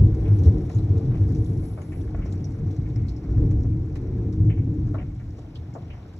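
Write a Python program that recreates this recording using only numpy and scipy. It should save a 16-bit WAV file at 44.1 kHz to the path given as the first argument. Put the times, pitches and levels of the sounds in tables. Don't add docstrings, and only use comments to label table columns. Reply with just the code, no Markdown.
import sys
import numpy as np
from scipy import signal
from scipy.fft import rfft, irfft, next_fast_len
from scipy.io import wavfile
from scipy.ndimage import uniform_filter1d, map_coordinates

SR = 44100
rng = np.random.default_rng(int(sys.argv[2]) if len(sys.argv) > 2 else 0)


def dump_mix(stems):
    frames = np.atleast_2d(stems).T
    limited = np.clip(frames, -1, 1)
    pcm = np.round(limited * 32767).astype(np.int16)
    wavfile.write(sys.argv[1], SR, pcm)


N = 273331

# t/s, strength/dB, deepest part relative to it/dB
ROLL = [(0.0, -17, -3.5), (0.19, -32, 5.5), (0.5, -24, -9), (0.57, -27.5, 4), (0.6, -32.5, 0),
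        (0.69, -33, -6), (0.81, -29, -8), (1.48, -28.5, 0), (1.78, -35.5, -9), (2.19, -34.5, 6.5),
        (2.33, -34, -8), (3.07, -31.5, 2.5), (3.21, -37.5, -2), (3.38, -25, 1.5), (3.95, -33, -2),
        (4.45, -26.5, -2), (4.73, -29.5, -7), (4.94, -31.5, -0.5), (5.16, -38.5, -3), (5.8, -40.5, -13),
        (5.97, -42, -2.5), (6.2, -46, -16)]


def amp(db):
    return 10 ** (np.asarray(db) / 20)

def unit(x):
    return x / np.sqrt(np.mean(x ** 2) + 1e-20)

def along(points, hz):
    f, v = np.transpose(points)
    return np.interp(np.log(hz + 1), np.log(f + 1), v)

def curves(rows):
    s, *cols = np.transpose(rows)
    return [np.interp(np.arange(N) / SR, s, c) for c in cols]

def wobble(rate):
    return map_coordinates(rng.standard_normal(int(N * rate / SR) + 4), [np.arange(N) * rate / SR])

def filtered(x, response):
    m = next_fast_len(x.shape[-1] + 8192)
    return irfft(rfft(x, m) * response(np.fft.rfftfreq(m, 1 / SR)), m)[..., :x.shape[-1]]

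def noise(response):
    return filtered(rng.standard_normal((2, N)), response)

def modes(table):
    return lambda f: sum((-1) ** k * amp(db) * 1j * f * w / (c * c - f * f + 1j * f * w)
                         for k, (c, w, db) in enumerate(table))

def band(hz, width):
    return lambda f: modes([(hz, width * hz, 0)])(f) ** 4

def shaped(spectrum):
    return lambda f: amp(along(spectrum, f))

def hum(hz=82, width_hz=3.2, db=-41):
    return amp(db) * unit(noise(modes([(hz, width_hz, 0)])))

def pelting(colour, rate, spread_db, width_hz, t60, blur):
    hz, t, spectra = signal.stft(rng.standard_normal((2, N)), SR, nperseg=128)
    struck = rng.random(spectra.shape[1:]) < rate / len(hz) * t[1]
    powers = struck * amp(2 * np.minimum(spread_db * rng.exponential(size=struck.shape), 9))
    reach = np.exp(-((hz[:, None] - hz) / width_hz) ** 2)
    envelope = np.sqrt(signal.lfilter([1], [1, -amp(-120 * t[1] / t60)], reach @ powers))
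    impacts = signal.istft(spectra * (unit(envelope) + blur), SR, nperseg=128)[1][:, :N]
    return unit(filtered(impacts, colour))

def downpour():
    # t/s, patter/dB, rattle/dB
    fall = [(0.03, -59, -75.5), (0.56, -57.5, -72.5), (0.92, -60, -74), (1.4, -60.5, -68.5),
            (2.14, -61, -73), (2.4, -59, -74.5), (3.65, -61.5, -75), (4.08, -61.5, -79),
            (4.55, -62.5, -76.5), (4.98, -64, -77.5), (5.46, -63, -75), (5.63, -60.5, -75),
            (6.2, -62.5, -78.5)]
    # f/Hz, level/dB
    patter_spectrum = [(200, -34.5), (500, 11), (750, 9.5), (1100, 0), (1500, -3), (2300, -4.5), (2650, -9),
                       (4000, -16), (6000, -14), (9000, -120)]
    rattle_spectrum = [(2500, -41.5), (4000, -13.5), (4700, -3), (5500, -5.5), (6300, -8), (7500, -8.5),
                       (9000, -15), (13000, -41)]
    spray_spectrum = [(5000, -39), (8000, -3.5), (11000, 3), (11600, -8), (12500, -33.5), (13500, -63.5)]
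    # t/s, level/dB
    gusts = [(0.11, -84.5), (0.18, -78), (0.39, -69.5), (0.59, -77.5), (0.74, -72), (0.88, -80.5),
             (1.61, -66.5), (1.65, -60.5), (1.8, -70.5), (2.01, -65.5), (2.13, -84), (2.45, -73),
             (2.77, -95.5), (6.15, -96)]
    # t/s, level/dB
    fine_ice = [(0, -71.5), (.5, -71), (1.9, -72.5), (2.6, -81), (4.6, -85.5), (5.6, -73)]
    # t/s, level/dB
    roof_buzz = [(0, -75), (2, -77), (2.3, -74.5), (3, -67.5), (3.4, -78), (6.2, -82.5)]
    patter_db, rattle_db = curves(fall)
    patter = pelting(shaped(patter_spectrum), rate=300, spread_db=-1.3, width_hz=190, t60=.079, blur=3.1)
    rattle = pelting(shaped(rattle_spectrum), rate=130, spread_db=2.2, width_hz=1900, t60=.032, blur=1.15)
    spray = pelting(shaped(spray_spectrum), rate=74, spread_db=9, width_hz=3000, t60=.05, blur=3)
    grit = pelting(band(3230, width=.66), rate=210, spread_db=3.9, width_hz=660, t60=.03, blur=1)
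    buzz = pelting(modes([(2160, 82, 0)]), rate=150, spread_db=1, width_hz=420, t60=.05, blur=1.2)
    return (amp(curves(roof_buzz)[0]) * buzz + amp(curves(fine_ice)[0]) * grit
            + amp(patter_db + 4 + 1.8 * wobble(3.86)) * patter
            + amp(rattle_db + 1.5 + 1.8 * wobble(12)) * rattle
            + amp(curves(gusts)[0] + 1 + 2 * wobble(7.5)) * spray)

def stone(db, response, t60, crack):
    blow_t60, spread_s, lump_s, uneven_db = .0025, .0012, .006, 2.5
    t = np.arange(SR // 4) / SR
    def burst(envelope):
        x = filtered(envelope * rng.standard_normal((2, len(t))), response)
        return x / np.abs(x).max()
    lumps_db = uneven_db * np.interp(t / lump_s, np.arange(70), rng.standard_normal(70))
    blow = burst(amp(-60 * t / blow_t60))
    scatter = burst(amp(lumps_db - 60 * t / t60) * (1 - np.exp(-t / spread_s)))
    return amp(db) * (crack * blow + scatter)

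def ring(db, hz, t60, rise_s):
    t = np.arange(SR // 4) / SR
    envelope = amp(-60 * t / t60) * (1 - np.exp(-t / rise_s)) ** 2
    phase = 2 * np.pi * (hz * (1 + .02 * rng.standard_normal()) * t + rng.random((2, 1)))
    return amp(db) * envelope / envelope.max() * np.sin(phase) * [[1], [.4]]

def roof_knocks():
    # t/s, clack/dB, clack f/Hz, thud/dB, clack t60/s
    knocks = [(0.2068, -64, 1500, -56.5, .1), (0.2597, -48.5, 2270, -45, 0.34),
              (0.6972, -45, 1770, -43, 0.11), (0.9484, -63, 1710, -46, 0.17),
              (1.0123, -75, 1590, -53, 0.15), (1.1103, -46.5, 1580, -50, 0.41),
              (1.1418, -49.5, 2070, -45, 0.37), (1.5092, -61, 2220, -54, 0.095),
              (1.6255, -57, 1870, -51, 0.25), (1.7745, -45, 1370, -39, 0.33),
              (1.8164, -44.5, 1870, -57.5, 0.046), (1.92, -45.5, 2190, -49, 0.23),
              (2.0752, -50.5, 1460, -59, 0.065), (2.145, -43, 1560, -40, 0.055),
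              (2.165, -49, 1500, -63, 0.48), (2.186, -49, 1390, -50, 0.34), (2.219, -47.5, 2050, -54, 0.34),
              (2.256, -51, 1600, -45.5, 0.15), (2.8589, -50, 2010, -59.5, 0.19),
              (2.9583, -50.5, 2150, -68, 0.25), (3.3754, -51.5, 1520, -54, .1),
              (3.643, -57.5, 1520, -47.5, .1), (4.3343, -55.5, 1480, -54, .1), (3.511, -55, 1810, -54, 0.1),
              (3.9563, -43, 1810, -50, 0.087), (4.4983, -39.5, 2470, -48.5, 0.18),
              (4.5745, -49.5, 2310, -48, 0.35), (4.9423, -38.5, 1207, -34.5, 0.2),
              (4.983, -43.5, 2200, -45, 0.11), (4.994, -44.5, 2070, -46, 0.24),
              (5.011, -45.5, 1920, -49.5, 0.2), (5.1973, -51, 1710, -60, 0.22),
              (5.3824, -74, 2270, -47.5, 0.19), (5.6841, -67, 1490, -63, 0.089),
              (5.7515, -51, 1260, -34, 0.17), (5.9018, -44, 2660, -54, 0.2), (5.935, -54, 2170, -50, 0.18)]
    # f/Hz, relative level/dB, t60/s
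    shingle_modes = [(1323, -1, .05), (1793, 0.5, .06), (2275, -0.5, 0.16), (2535, -1.5, 0.036),
                     (2870, 0, 0.038)]
    hollow_modes = [(290, -5.5, 0.03), (600, -0.5, 0.016), (743, -14, .035), (1150, -11, .025)]
    thud_hz, clack_top_hz = 594, 3160
    hollow = lambda f: (.9 * band(.6 * thud_hz, width=.9)(f) + band(thud_hz, width=.75)(f)
                        + .21 * band(1.85 * thud_hz, width=.6)(f))
    soft = lambda f: signal.freqs(*signal.cheby1(N=6, rp=2, Wn=clack_top_hz, analog=True), worN=f)[1]
    out = np.zeros((2, N + SR))
    for s, clack_db, clack_hz, thud_db, t60 in knocks:
        hit = stone(clack_db - .5, lambda f: band(clack_hz, width=1.1)(f) * soft(f), t60, crack=.89)
        hit += stone(thud_db + 4.5, hollow, .72 * t60, crack=.59)
        for hz, db, life in hollow_modes:
            hit += ring(thud_db + db + rng.normal(0, 1.8), hz, life, rise_s=.0024)
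        for hz, db, life in shingle_modes:
            drive_db = clack_db - 12 - 14 * np.log2(hz / clack_hz) ** 2
            hit += ring(drive_db + db + rng.normal(0, 2.9), hz, min(life, .5 * t60), rise_s=.0008)
        out[:, round(s * SR):][:, :hit.shape[1]] += hit
    return out[:, :N]

def frame_ticks():
    # t/s, ping/dB, f/Hz, t60/s, crack/dB
    ticks = [(0.386, -51, 6230, 0.13, -53.5), (0.434, -53, 5660, 0.24, -47), (0.694, -53, 6600, 0.2, -49.5),
             (0.7477, -48, 6600, .12, -55), (0.649, -60, 5700, .1, -56), (0.7839, -50, 4080, 0.1, -50),
             (0.9728, -53.5, 3220, 0.12, -52), (1.349, -49, 5730, 0.092, -55),
             (1.8163, -52, 6500, 0.079, -56.5), (2.258, -51, 5600, 0.13, -55),
             (2.3246, -49.5, 7350, 0.072, -49.5), (2.4424, -43, 5580, 0.11, -59),
             (2.707, -59, 3470, 0.17, -53.5), (2.765, -55.5, 6200, 0.065, -61),
             (2.9, -57, 3550, .05, -61.5), (2.959, -46.5, 5300, 0.036, -63),
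             (3.0827, -46.5, 4240, 0.14, -48.5), (3.092, -48, 5200, .1, -52),
             (3.1628, -52.5, 5320, 0.15, -62.5), (3.511, -60, 6000, 0.068, -53.5),
             (3.6324, -55, 5760, 0.078, -59), (3.956, -60.5, 4240, 0.086, -48),
             (4.3242, -57.5, 5520, 0.19, -53), (4.9414, -56, 3660, 0.13, -62.5),
             (5.372, -63, 5800, 0.21, -57.5), (5.5563, -42, 3220, .13, -55), (5.554, -48, 4500, 0.088, -63),
             (5.7378, -53, 5400, 0.06, -68), (5.738, -54, 7000, .09, -69.5)]
    out = np.zeros((2, N + SR))
    for s, db, hz, t60, crack_db in ticks:
        hit = stone(db - 3.5, band(hz, width=2100 / hz), t60, crack=.64)
        hit += ring(db - 7, hz, t60=.016, rise_s=.00073)
        hardness = .17 / max(t60, .04)
        hit += stone(crack_db, band(4200, width=1.9), .98 * t60, crack=hardness)
        out[:, round(s * SR):][:, :hit.shape[1]] += hit
    return out[:, :N]

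def heard_indoors(weather):
    # f/Hz, width/Hz, gain/dB
    colour = [(719, 42, 4), (1097, 25, 5.5), (1400, 130, 3.5), (4930, 110, -6.5), (5420, 710, 3)]
    stages = lambda f: [1 + (amp(db) - 1) * modes([(hz, width, 0)])(f) for hz, width, db in colour]
    return filtered(amp(.5) * weather, lambda f: np.prod(stages(f), axis=0))

def thunder_ringing():
    # f/Hz, width/Hz, level/dB
    room = [(266.3, 16.86, 0), (312.5, 12.68, 3.5), (345.6, 13, -6), (379, 17, -9), (448, 15.7, -8.5),
            (600, 59, -30.5), (729.4, 12, -24), (1040, 27, -33.5)]
    # t/s, level/dB
    ringing = [(0, -25), (.15, -34.5), (.4, -32.5), (.47, -25.5), (.54, -32.5), (.6, -29.5), (.69, -36.5),
               (.9, -33), (1.53, -34), (1.76, -41), (2.98, -37.5), (3.14, -46.5), (3.4, -29.5), (3.92, -39),
               (4.05, -36.5), (4.7, -32.5), (4.85, -33), (4.95, -32), (5.11, -44.5), (6.2, -52)]
    # t/s, level/dB
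    tilt = [(0, 1.5), (1.5, 1), (2.6, -1), (3.5, -0.5), (4.4, 0), (4.8, -6), (6.2, 3)]
    upper = noise(lambda f: modes(room[2:])(f) / (1 + (f / 1100) ** 4) * f ** 4 / (f ** 4 + 260 ** 4))
    lower = noise(lambda f: modes(room[:2])(f) * f ** 2 / (f ** 2 + 200 ** 2))
    return amp(curves(ringing)[0] + 1.26 * wobble(9.9)) * unit(lower + amp(curves(tilt)[0]) * upper)

def thunder_rumble():
    # f/Hz, level/dB
    deep_spectrum = [(15, -54), (28, -14.5), (40, 0.5), (50, -8), (65, -2), (120, -45), (300, -120)]
    # f/Hz, width/Hz, level/dB
    wall_modes = [(153, 21.2, 7), (227.3, 59, -4)]
    roll_db, deep_db = curves(ROLL)
    deep = amp(deep_db + 3 + 1.1 * wobble(11)) * unit(noise(shaped(deep_spectrum)))
    walls = noise(lambda f: modes(wall_modes)(f) / (1 + (f / 330) ** 4) * f ** 2 / (f ** 2 + 100 ** 2))
    return amp(roll_db) * (deep + amp(-3.5 + 1.1 * wobble(12)) * unit(walls))

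def thunder_booms():
    # f/Hz, width/Hz, level/dB
    low_modes = [(82.9, 12.6, -4.5), (96.2, 45.3, -4), (139.8, 36, -13.5)]
    # middle t/s, peak level/dB, length/s
    claps = [(-0.001, -10.5, 0.021), (0.045, -10.5, 0.04), (0.103, -27.5, 0.022), (0.327, -12, 0.064),
             (0.404, -14, 0.053), (0.48, -8, 0.036), (0.771, -15.5, 0.034), (0.846, -18.5, 0.035),
             (0.914, -13, 0.029), (0.978, -14.5, 0.03), (1.055, -21, 0.024), (1.106, -20.5, 0.046),
             (1.222, -14, 0.043), (1.306, -17, 0.03), (1.407, -16.5, 0.032), (1.473, -30.5, 0.039),
             (2.7, -24, 0.096), (2.793, -19, 0.016), (2.99, -21, 0.065), (3.377, -15.5, 0.035),
             (3.431, -15.5, 0.031), (3.506, -21.5, 0.029), (3.618, -20, 0.013), (3.655, -20.5, 0.035),
             (3.753, -23.5, 0.12), (4.415, -15.5, 0.042), (4.479, -13, 0.041), (4.609, -23.5, 0.024),
             (4.858, -20, 0.037)]
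    clap_hz, wander_hz, extra_swing = 101.1, 10, .21
    t = np.arange(N) / SR
    roll_db, _ = curves(ROLL)
    boom = unit(noise(lambda f: modes(low_modes)(f) / (1 + (f / 170) ** 4)))
    swell = uniform_filter1d(np.abs(boom), SR // 30, axis=1) + .077
    boom = unit(boom / swell)
    boom_gain = amp(roll_db + 3 + extra_swing * (roll_db - roll_db.mean()) + 3 * wobble(22))
    clap_gain = sum(amp(db - 7.1 * np.abs(2 * (t - s) / length) ** 2.6) for s, db, length in claps)
    note = np.sqrt(2) * np.sin(2 * np.pi * np.cumsum(clap_hz + wander_hz * wobble(14)) / SR)
    hush = 1 / np.hypot(1, clap_gain / boom_gain)
    return clap_gain * note + boom_gain * hush * boom

def scene():
    thunder = thunder_booms() + thunder_rumble() + thunder_ringing()
    return thunder + hum() + heard_indoors(downpour() + roof_knocks() + frame_ticks())

def record(dry):
    # f/Hz, correlation
    likeness = [(30, .9999), (300, .9995), (420, .97), (600, 0.52), (1200, 0.55), (2500, 0.45),
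                (5600, 0.72), (9000, 1)]
    # f/Hz, phase/rad
    lead = [(0, 0), (600, 0), (1380, -.3), (1980, .4), (2500, 2), (3200, 3.2), (3800, 0), (4740, 3),
            (5900, 6.3), (9000, 9.4), (10900, 11), (12200, 12.6)]
    # f/Hz, level/dB
    balance = [(60, 0.0), (110, 0.5), (200, 1.0), (350, 2.0), (630, 3.5), (1140, 1.2), (2060, 0.5),
               (3720, 0.0), (6710, 0.5), (12100, 1.0)]
    low_cut_hz, top_hz = 36, 12700
    def pair(f):
        angle = np.arccos(np.clip(along(likeness, f), 0, 1)) / 2
        mid, side = np.cos(angle), np.sin(angle)
        leftward = amp(along(balance, f) / 2) * np.exp(.5j * np.interp(f, *np.transpose(lead)))
        passband = (f < top_hz) * f ** 4 / (f ** 4 + low_cut_hz ** 4)
        left, right = [mid * leftward, side * leftward], [mid / leftward, -side / leftward]
        return np.array([left, right]) * passband
    return filtered(dry[None], pair).sum(axis=1)


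dry = scene()
out = record(dry)
dump_mix(out)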